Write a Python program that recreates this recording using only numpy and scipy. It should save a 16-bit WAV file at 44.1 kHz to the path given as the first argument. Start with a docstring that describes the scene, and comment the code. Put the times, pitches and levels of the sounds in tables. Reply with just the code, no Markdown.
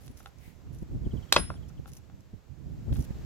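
"""Splitting kindling in a garden

A hatchet cracks through a small piece of wood, lands on the block and rings; the split piece drops.
Each contact is a click and a burst of splintering that excites the resonances of the wood.
The steel is decaying or swelling sines; fingers turn and set the wood as knocks, snags and friction noise.
Behind it wind buffets the microphone as lumpy low noise, a far bird trills in falling whistles,
and leaves and distance hiss softly."""
import sys
import numpy as np
from scipy import signal
from scipy.fft import rfft, irfft
from scipy.io import wavfile

SR = 44100
rng = np.random.default_rng(int(sys.argv[2]) if len(sys.argv) > 2 else 0)


def waveform_to_disk(signal):
    """Save audio, clipped to [-1, 1], as 16-bit WAV at the path in sys.argv[1]."""
    frames = np.transpose(np.atleast_2d(signal))
    scaled = np.clip(frames, -1, 1) * 32767
    samples = np.round(scaled).astype(np.int16)
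    wavfile.write(sys.argv[1], SR, samples)


N = 143325
T = np.arange(N) / SR   # s

# Contact levels are relative: the resonances they excite set the final loudness.
# the blade bites and the wood cracks: [t/s, level/dB, length/s]
BITE = (1.3247, -0.64, 0.0026)
# fibres tear as the blade goes down: [t/s, level/dB, length/s]
FIBRE_TEARS = [(1.329, -17.5, 0.072), (1.3375, -20.5, 0.0031), (1.342, -15.5, .019)]
# the blade just touches the wood: [t/s, level/dB, length/s]
BLADE_TAPS = [(.079, -36.5, .003), (2.927, -31, .002), (2.958, -33.5, .008)]
# resonances of the cracking wood: [f/Hz, width/Hz, level/dB]
CRACK_MODES = [(387.7, 150, -10), (570, 52, -10.5), (820, 110, -5), (1130, 300, -2), (1610, 290, 1.5),
               (1850, 180, -9), (2530, 240, 0), (3310, 340, 1), (3780, 260, 4), (4100, 300, 0),
               (5130, 600, -7), (6900, 100, -11.5), (7510, 500, -16), (12700, 1200, -19)]
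# the blade lands on the block and chatters: [t/s, level/dB, length/s]
LANDINGS = [(1.3626, -1.5, 0.004), (1.3678, -16.5, 0.0017), (1.3765, -23.5, 0.0078), (1.385, -28, 0.0025),
            (1.397, -33, .006)]
# resonances of the block: [f/Hz, width/Hz, level/dB]
BLOCK_MODES = [(234, 90, -6), (368, 28, 5), (490, 130, -4), (612, 100, 6), (1020, 170, 8),
               (1130, 130, -1.5), (1390, 90, -0.5), (1650, 30, -1.5), (2000, 85, -2.5), (2530, 130, 4),
               (3180, 140, 3), (3830, 610, -3.5), (4470, 250, -7.5), (6265, 300, -11)]
# modes of the steel head: [f/Hz, phase between the ports/rad, its turning as the head moves/(rad/s)]
STEEL_MODES = [(5181, 1.2, 12), (9771, .9, 0)]
# each mode swells and dips, and sinks when the split piece drops; one list a mode: [t/s, level/dB]
STEEL_LEVELS = [
    [(1.361, -61.5), (1.366, -31), (1.395, -42.5), (1.428, -54), (1.46, -56), (1.499, -51), (1.505, -62),
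     (1.56, -62)],
    [(1.363, -56), (1.382, -40), (1.402, -35), (1.45, -45), (1.505, -60), (1.56, -66.5), (1.6, -97)],
]
# a light touch leaves the head ringing faintly: [t/s, level/dB]
STEEL_PING = (0.067, -70)
# light wooden knocks: [t/s, level/dB, length/s, hardness of the contact as treble limit f/Hz]
KNOCKS = [(.204, -32, 0.012, 2470), (0.2596, -23.5, .002, 5800), (0.27, -33, 0.0047, 3000),
          (.672, -45, 0.0036, 1500), (1.5017, -18.5, 0.0021, 1650), (1.541, -32.5, 0.0021, 2500),
          (1.7, -37, 0.0069, 2000), (1.858, -28, 0.0022, 2070), (1.879, -33, 0.0047, 1200),
          (2.099, -34, .002, 2000), (2.893, -33, 0.0036, 965), (2.964, -34, 0.0059, 3000)]
# resonances of the small piece: [f/Hz, width/Hz, level/dB]
PIECE_MODES = [(507, 230, -7), (790, 84, 4.5), (1080, 91, -5), (1345, 180, 6.5), (1770, 140, -14.5),
               (2670, 400, -7), (3440, 180, -3), (5930, 1600, -30)]
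# edges and splinters catch: [t/s, level/dB, length/s]
SNAGS = [(.079, -46, 0.005), (.172, -45.5, 0.0058), (.201, -48.5, 0.009), (.384, -52.5, 0.0031),
         (.785, -51, 0.005), (1.684, -48, 0.014), (1.918, -47.5, .002), (1.934, -41, .003),
         (1.967, -41, 0.0073), (2.207, -54.5, 0.00089), (3.005, -40.5, 0.0066), (3.023, -43, 0.0053)]
# resonances of an edge: [f/Hz, width/Hz, level/dB]
EDGE_MODES = [(3080, 260, -12), (5960, 870, 2), (7040, 740, -10.5), (9900, 1500, -7.5)]
# the wood slides on the block: [t/s, length/s, level/dB]
SLIDES = [(0, 0.041, -64.5), (0.027, 0.1, -66.5), (0.162, 0.13, -61.5), (0.39, 0.21, -79.5),
          (0.724, 0.11, -66.5), (1.87, 0.038, -55.5), (1.911, 0.079, -62.5), (2.928, 0.03, -52),
          (2.963, 0.095, -56)]
# spectrum of the sliding: [f/Hz, level/dB]
SLIDE_COLOUR = [(500, -30), (1400, 2), (2400, 5), (4600, 3), (5800, 7.5), (8800, 0), (10400, 10),
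                (11800, 6), (13100, 8), (16000, -6)]
# a soft, duller rub as the wood is turned: [t/s at its peak, length/s, level/dB]
RUB = (0.46, 0.12, -60)
# spectrum of the rub: [f/Hz, level/dB]
RUB_COLOUR = [(700, -35), (1500, -7), (2200, 1.5), (3000, -8.5), (6000, -14), (15000, -12)]
# how far the right port lags the left: [f/Hz, phase/rad]
PORT_PHASE = [(0, -1), (750, 0.38), (1150, 0.5), (1600, 1.7), (2600, 0.54), (3700, 2), (5000, 4),
              (16000, 7)]
# garden reflections: [f/Hz, level/dB, decay time by 60 dB/s]
GARDEN = [(150, -16.5, .4), (400, -6.5, 0.12), (1000, -11.5, 0.14), (2510, -23.5, 0.51), (5000, -18, 0.15),
          (10000, -17, 0.33), (16000, -22, 0.32)]
# the far bird's notes: [t/s, level/dB]
CHIRPS = [(1.045, -60), (1.107, -57.5), (1.165, -57), (1.222, -57), (1.285, -58), (1.486, -62.5),
          (1.555, -61), (1.623, -63), (1.769, -64)]
# wind on the more exposed right port, relative: [t/s, level/dB]
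WIND_RIGHT = [(0.0, -56), (0.11, -50.5), (0.35, -59.5), (.55, -52), (.68, -44), (.86, -45.5), (1.04, -39.5),
              (1.11, -50), (1.16, -35), (1.28, -50.5), (1.37, -41.5), (1.8, -51.5), (2.1, -55),
              (2.55, -54.5), (2.67, -40), (2.86, -49), (2.93, -42), (2.97, -41), (3.0, -34), (3.06, -46),
              (3.25, -45)]
# wind on the sheltered left port, calm between gusts, relative: [t/s, level/dB]
WIND_LEFT = [(0, -65.5), (.11, -55), (.18, -60.5), (.53, -82), (.68, -53.5), (.87, -50), (.93, -38.5),
             (1.06, -42.5), (1.12, -43.5), (1.16, -49), (1.22, -51), (1.31, -86.5), (1.36, -40.5),
             (1.6, -51), (1.95, -56.5), (2.06, -64), (2.58, -74), (2.63, -48.5), (2.85, -45.5),
             (2.92, -36.5), (3.08, -47.5), (3.25, -44.5)]
# spectrum of the wind: [f/Hz, level/dB]
WIND_COLOUR = [(20, -14.5), (40, -6.5), (62, 3), (90, -3.5), (130, -2), (200, -11), (300, -15), (500, -30),
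               (900, -43.5), (2000, -71.5)]
# single buffets of wind: [t/s, left level/dB, right level/dB, length/s]
BUFFETS = [(.105, -38.5, -44, 0.017), (0.48, -43, -38.5, 0.0086), (0.677, -46, -47, 0.075),
           (0.828, -30, -30, 0.012), (.947, -35, -36, 0.016), (1.07, -25, -23.5, 0.021),
           (1.14, -29, -24, 0.013), (1.403, -32, -32, 0.0085), (1.509, -34.5, -29.5, 0.022),
           (1.797, -34, -32, 0.01), (2.143, -44.5, -41, 0.022), (2.339, -39.5, -34, .016),
           (2.924, -24.5, -22, 0.033), (3, -25, -31.5, 0.02), (3.108, -29.5, -22.5, 0.0068)]
# loudness of the outdoor hiss: [t/s, level/dB]
AIR = [(0, -61), (.33, -62.5), (.62, -62.5), (1.0, -61), (1.22, -57), (1.6, -60.5), (1.9, -62.5),
       (2.25, -64), (2.55, -64.5), (2.88, -59), (3.08, -56), (3.25, -55.5)]
# spectrum of the hiss: [f/Hz, level/dB]
AIR_COLOUR = [(100, 4.5), (500, 5), (1000, -2), (2000, -7), (3400, -10.5), (5000, -12), (7500, -13),
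              (9000, -25.5), (13000, -18), (16000, -24.5)]

DROP_S, DROP_THUMP_DB, DROP_CONTACT_HZ = 1.503, -11.5, 1010   # the block answers the split piece
TAP_CONTACT_HZ, LANDING_CONTACT_HZ = 3530, 4560   # treble limits of the softer contacts
PING_T60_S = 0.69
SLIDE_EDGE_S, SLIDE_GRAINS_PER_S, SLIDE_GRAIN_DB = 0.013, 2500, 4
NEAR_DB, NEAR_T60_S, FIRST_ECHO_S = -13, 0.08, 0.0031
SCATTER_WIDTH_HZ = 920   # most that scattering adds to the width of a resonance
TREBLE_LIMIT_HZ = 13000   # for the wood and the bird
CHIRP_S, CHIRP_TOP_HZ, CHIRP_END_HZ = 0.02, 3550, 2850   # the pitches before the spread
CHIRP_SPREAD, BIRD_ECHO_DB = 0.04, 4   # each note is off pitch by up to this fraction
WIND_DB, WIND_LUMP_DB, WIND_LUMPS_PER_S = 7, 3, 25
BUFFET_TILT_DB = -0.2   # per octave: a buffet is a touch darker than the rumble
AIR_LIKENESS = 0.29   # how alike the hiss is at the two ports, 0 to 1
CEILING, CUTOFF_HZ = 0.82, 16000


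def blade_force():
    """The blade's hits on the wood: a hard bite, tearing fibres and softer taps."""
    cut = contacts([BITE], crackle=2.1) + contacts(FIBRE_TEARS, crackle=1.2)
    return cut + soft(contacts(BLADE_TAPS, crackle=1.0), TAP_CONTACT_HZ)


def block_force():
    """Blows on the block: the blade lands and chatters, then the split piece drops with a dull thump."""
    landing = soft(contacts(LANDINGS, crackle=2.7), LANDING_CONTACT_HZ)
    thump = contacts([(DROP_S, DROP_THUMP_DB, 0.004)], crackle=0.38)
    return landing + soft(thump, DROP_CONTACT_HZ)


def steel():
    """The head rings in pure modes after it lands; each reaches the two ports with its own phase."""
    out = np.zeros((2, N))
    for (hz, phase, turning), level in zip(STEEL_MODES, STEEL_LEVELS):
        start, end = level[0][0], level[-1][0]
        t = T - start
        ringing = (t > 0) & (T < end)
        port_phase = np.outer([0, 1], phase + turning * t)
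        out += ringing * curve(level) * np.sin(2 * np.pi * hz * t + port_phase)
    s, db = STEEL_PING
    ping_hz = STEEL_MODES[1][0]
    ping = from_db(db) * np.sin(2 * np.pi * ping_hz * T) * decay(T, PING_T60_S)
    for port in out:
        add(port, s, ping)
    return out


def handling():
    """Knocks ring the small piece, duller for softer contacts; snags ring a thin edge."""
    knocks = sum(soft(contacts([row], crackle=1), hz) for *row, hz in KNOCKS)
    snags = contacts(SNAGS, crackle=3.15)
    return body(knocks, PIECE_MODES) + body(snags, EDGE_MODES)


def slides():
    """Friction is a run of tiny catches of uneven size that swells and fades while the wood is turned."""
    level = np.zeros(N)
    for s, length, db in SLIDES:
        to_nearer_end = np.minimum(T - s, s + length - T)
        level += from_db(db) * np.clip(to_nearer_end / SLIDE_EDGE_S + 0.5, 0, 1) ** 2
    unevenness = np.minimum(rng.exponential(1, N), 3) + 0.8 * drift(60)
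    sizes = from_db(SLIDE_GRAIN_DB * unevenness)
    caught = rng.random(N) < SLIDE_GRAINS_PER_S / SR
    catches = caught * sizes * rng.standard_normal((2, N))
    return level * noise(SLIDE_COLOUR, catches)


def rub():
    """One smooth swell of friction noise."""
    s, length, db = RUB
    return from_db(db) * swell(s, length) * noise(RUB_COLOUR)


def bird():
    """A trill of short falling whistles, each at a slightly different pitch."""
    out = np.zeros(N)
    u = np.linspace(0, 1, int(CHIRP_S * SR))   # progress through a note
    for s, db in CHIRPS:
        glide = CHIRP_TOP_HZ + (CHIRP_END_HZ - CHIRP_TOP_HZ) * u
        hz = glide * (1 + CHIRP_SPREAD * rng.uniform(-1, 1))
        whistle = np.sin(2 * np.pi * np.cumsum(hz) / SR)
        add(out, s, from_db(db) * np.sin(np.pi * u) * whistle)
    return out


def wind():
    """Lumpy rumble, different at each port, with single buffets on top."""
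    lumps = from_db(WIND_LUMP_DB * np.array([drift(WIND_LUMPS_PER_S), drift(WIND_LUMPS_PER_S)]))
    gusts = from_db(WIND_DB) * np.array([curve(WIND_LEFT), curve(WIND_RIGHT)])
    out = gusts * rms_one(noise(WIND_COLOUR) * lumps)
    eddies = noise([(hz, db + BUFFET_TILT_DB * np.log2(hz / 100)) for hz, db in WIND_COLOUR])
    for s, left_db, right_db, length in BUFFETS:
        shape = swell(s, length)
        puff = eddies * shape
        # each port's puff gets the energy of its envelope, so that the level holds
        puff *= np.linalg.norm(shape) / np.linalg.norm(puff, axis=1, keepdims=True)
        out += from_db([[left_db], [right_db]]) * puff
    return out


def air():
    """Soft hiss of leaves and distance, partly shared by the ports as a mid and side mix."""
    mid, side = noise(AIR_COLOUR)
    shared = np.sqrt(1 + AIR_LIKENESS) * mid
    opposed = np.sqrt(1 - AIR_LIKENESS) * side * np.array([[1], [-1]])
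    return curve(AIR) * (shared + opposed) / np.sqrt(2)


def ports(x):
    """Direct sound at two ports: the right is phase-shifted, lagging over most of the range."""
    phase = np.interp(np.arange(N // 2 + 1) * SR / N, *np.transpose(PORT_PHASE))
    right = irfft(rfft(x) * np.exp(-1j * phase), N)
    return np.array([x, right])


def garden(x):
    """Quick scatter from things nearby, then a faint tail from the walls that dies band by band."""
    t = T[:SR // 2]
    hz, db, t60 = np.transpose(GARDEN)

    def dying(seconds):
        """Unrelated decaying noise for each port, silent until the first echo."""
        shape = decay(t, seconds) * (t > FIRST_ECHO_S)
        return rng.standard_normal((2, len(t))) * shape / np.linalg.norm(shape)

    response = from_db(NEAR_DB) * dying(NEAR_T60_S)
    edges = np.geomspace(100, 17000, 12)   # Hz
    for low, high in zip(edges, edges[1:]):
        centre = np.sqrt(low * high)
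        band = signal.butter(2, [low, high], "band", fs=SR, output="sos")
        tail = signal.sosfilt(band, dying(np.interp(centre, hz, t60)))
        response += from_db(np.interp(centre, hz, db)) * tail
    return signal.fftconvolve(x[None], response, axes=1)[:, :N]


def contacts(rows, crackle):
    """Each contact is a sharp click and a short run of splintering, crackle times as strong."""
    out = np.zeros(N)
    for s, db, length in rows:
        run = rng.standard_normal(SR // 10)[:max(int(length * SR), 2)]
        run = crackle * run / np.linalg.norm(run)
        run[0] = 1   # the click
        add(out, s, from_db(db) * even(run))
    return out


def even(run, count=6):
    """Spread a short burst's energy evenly over all pitches, so that the wood alone colours it."""
    size, energy = len(run), np.linalg.norm(run)
    for _ in range(count):
        phase = np.angle(rfft(run, 2 * size))
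        run = irfft(np.exp(1j * phase))[:size]
    return energy * run / np.linalg.norm(run)


def soft(force, hz):
    """A soft contact loses its treble: a gentle low-pass."""
    low_pass = signal.butter(2, min(hz, SR / 2 - 1), fs=SR, output="sos")
    return signal.sosfilt(low_pass, force + 1e-18)


def body(force, modes):
    """Heavily damped wood resonances in parallel; a wider one dies sooner."""
    out = 0
    for hz, width, db in modes:
        r = np.exp(-np.pi * width / SR)
        poles = [1, -2 * r * np.cos(2 * np.pi * hz / SR), r * r]
        gain = from_db(db) * (1 - r * r) / 2
        out = out + gain * signal.lfilter([1, 0, -1], poles, force + 1e-18)
    return from_db(11) * out


def scattered(force, modes):
    """What comes back from all around is less sharply pitched: wider resonances at equal energy."""
    wide = [(hz, width + SCATTER_WIDTH_HZ * hz / (hz + 500), db) for hz, width, db in modes]
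    return rms_one(body(force, wide)) * np.std(body(force, modes))


def noise(colour, source=None):
    """Two unrelated noises, white unless a source is given, shaped by a spectrum of f/Hz, level/dB."""
    hz, db = np.transpose(colour)
    bins = np.maximum(np.arange(N // 2 + 1) * SR / N, 1)
    gain = from_db(np.interp(np.log(bins), np.log(hz), db))
    source = rng.standard_normal((2, N)) if source is None else source
    return rms_one(irfft(rfft(source) * gain, N))


def drift(rate):
    """Random wandering with an rms of one, through a given number of knots per second."""
    knots = rng.standard_normal(N)
    return rms_one(np.interp(T * rate, np.arange(N), knots))


def swell(s, length):
    """Bell-shaped envelope around a peak time, down to 1/e half a length away."""
    return np.exp(-(2 * (T - s) / length) ** 2)


def decay(t, t60):
    """Exponential decay that falls by 60 dB in t60 seconds."""
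    return np.exp(-np.log(1000) * t / t60)


def curve(rows):
    """Gain over time from rows of t/s, level/dB."""
    return from_db(np.interp(T, *np.transpose(rows)))


def from_db(db):
    """Decibels to gain."""
    return 10 ** (np.asarray(db) / 20)


def rms_one(x):
    """Scale to unit rms."""
    return x / np.sqrt(np.mean(x ** 2) + 1e-20)


def add(track, s, sound):
    """Mix a sound in at a time in seconds."""
    i = max(int(s * SR), 0)
    track[i:i + len(sound)] += sound[:N - i]


def scene():
    """The chop, the handling around it and the garden."""
    blade, block = blade_force(), block_force()
    handled, song = handling(), bird()
    direct = body(blade, CRACK_MODES) + body(block, BLOCK_MODES) + handled + song
    sent = scattered(blade, CRACK_MODES) + scattered(block, BLOCK_MODES)
    sent = sent + handled + from_db(BIRD_ECHO_DB) * song
    placed = soft(ports(direct) + garden(sent), TREBLE_LIMIT_HZ)
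    return placed + steel() + slides() + rub() + wind() + air()


def record(dry):
    """Peaks are rounded and the top is cut."""
    low_pass = signal.ellip(10, 0.1, 80, CUTOFF_HZ, fs=SR, output="sos")
    rounded = CEILING * np.tanh(dry / CEILING)
    return signal.sosfilt(low_pass, rounded)


dry = scene()
out = record(dry)
waveform_to_disk(out)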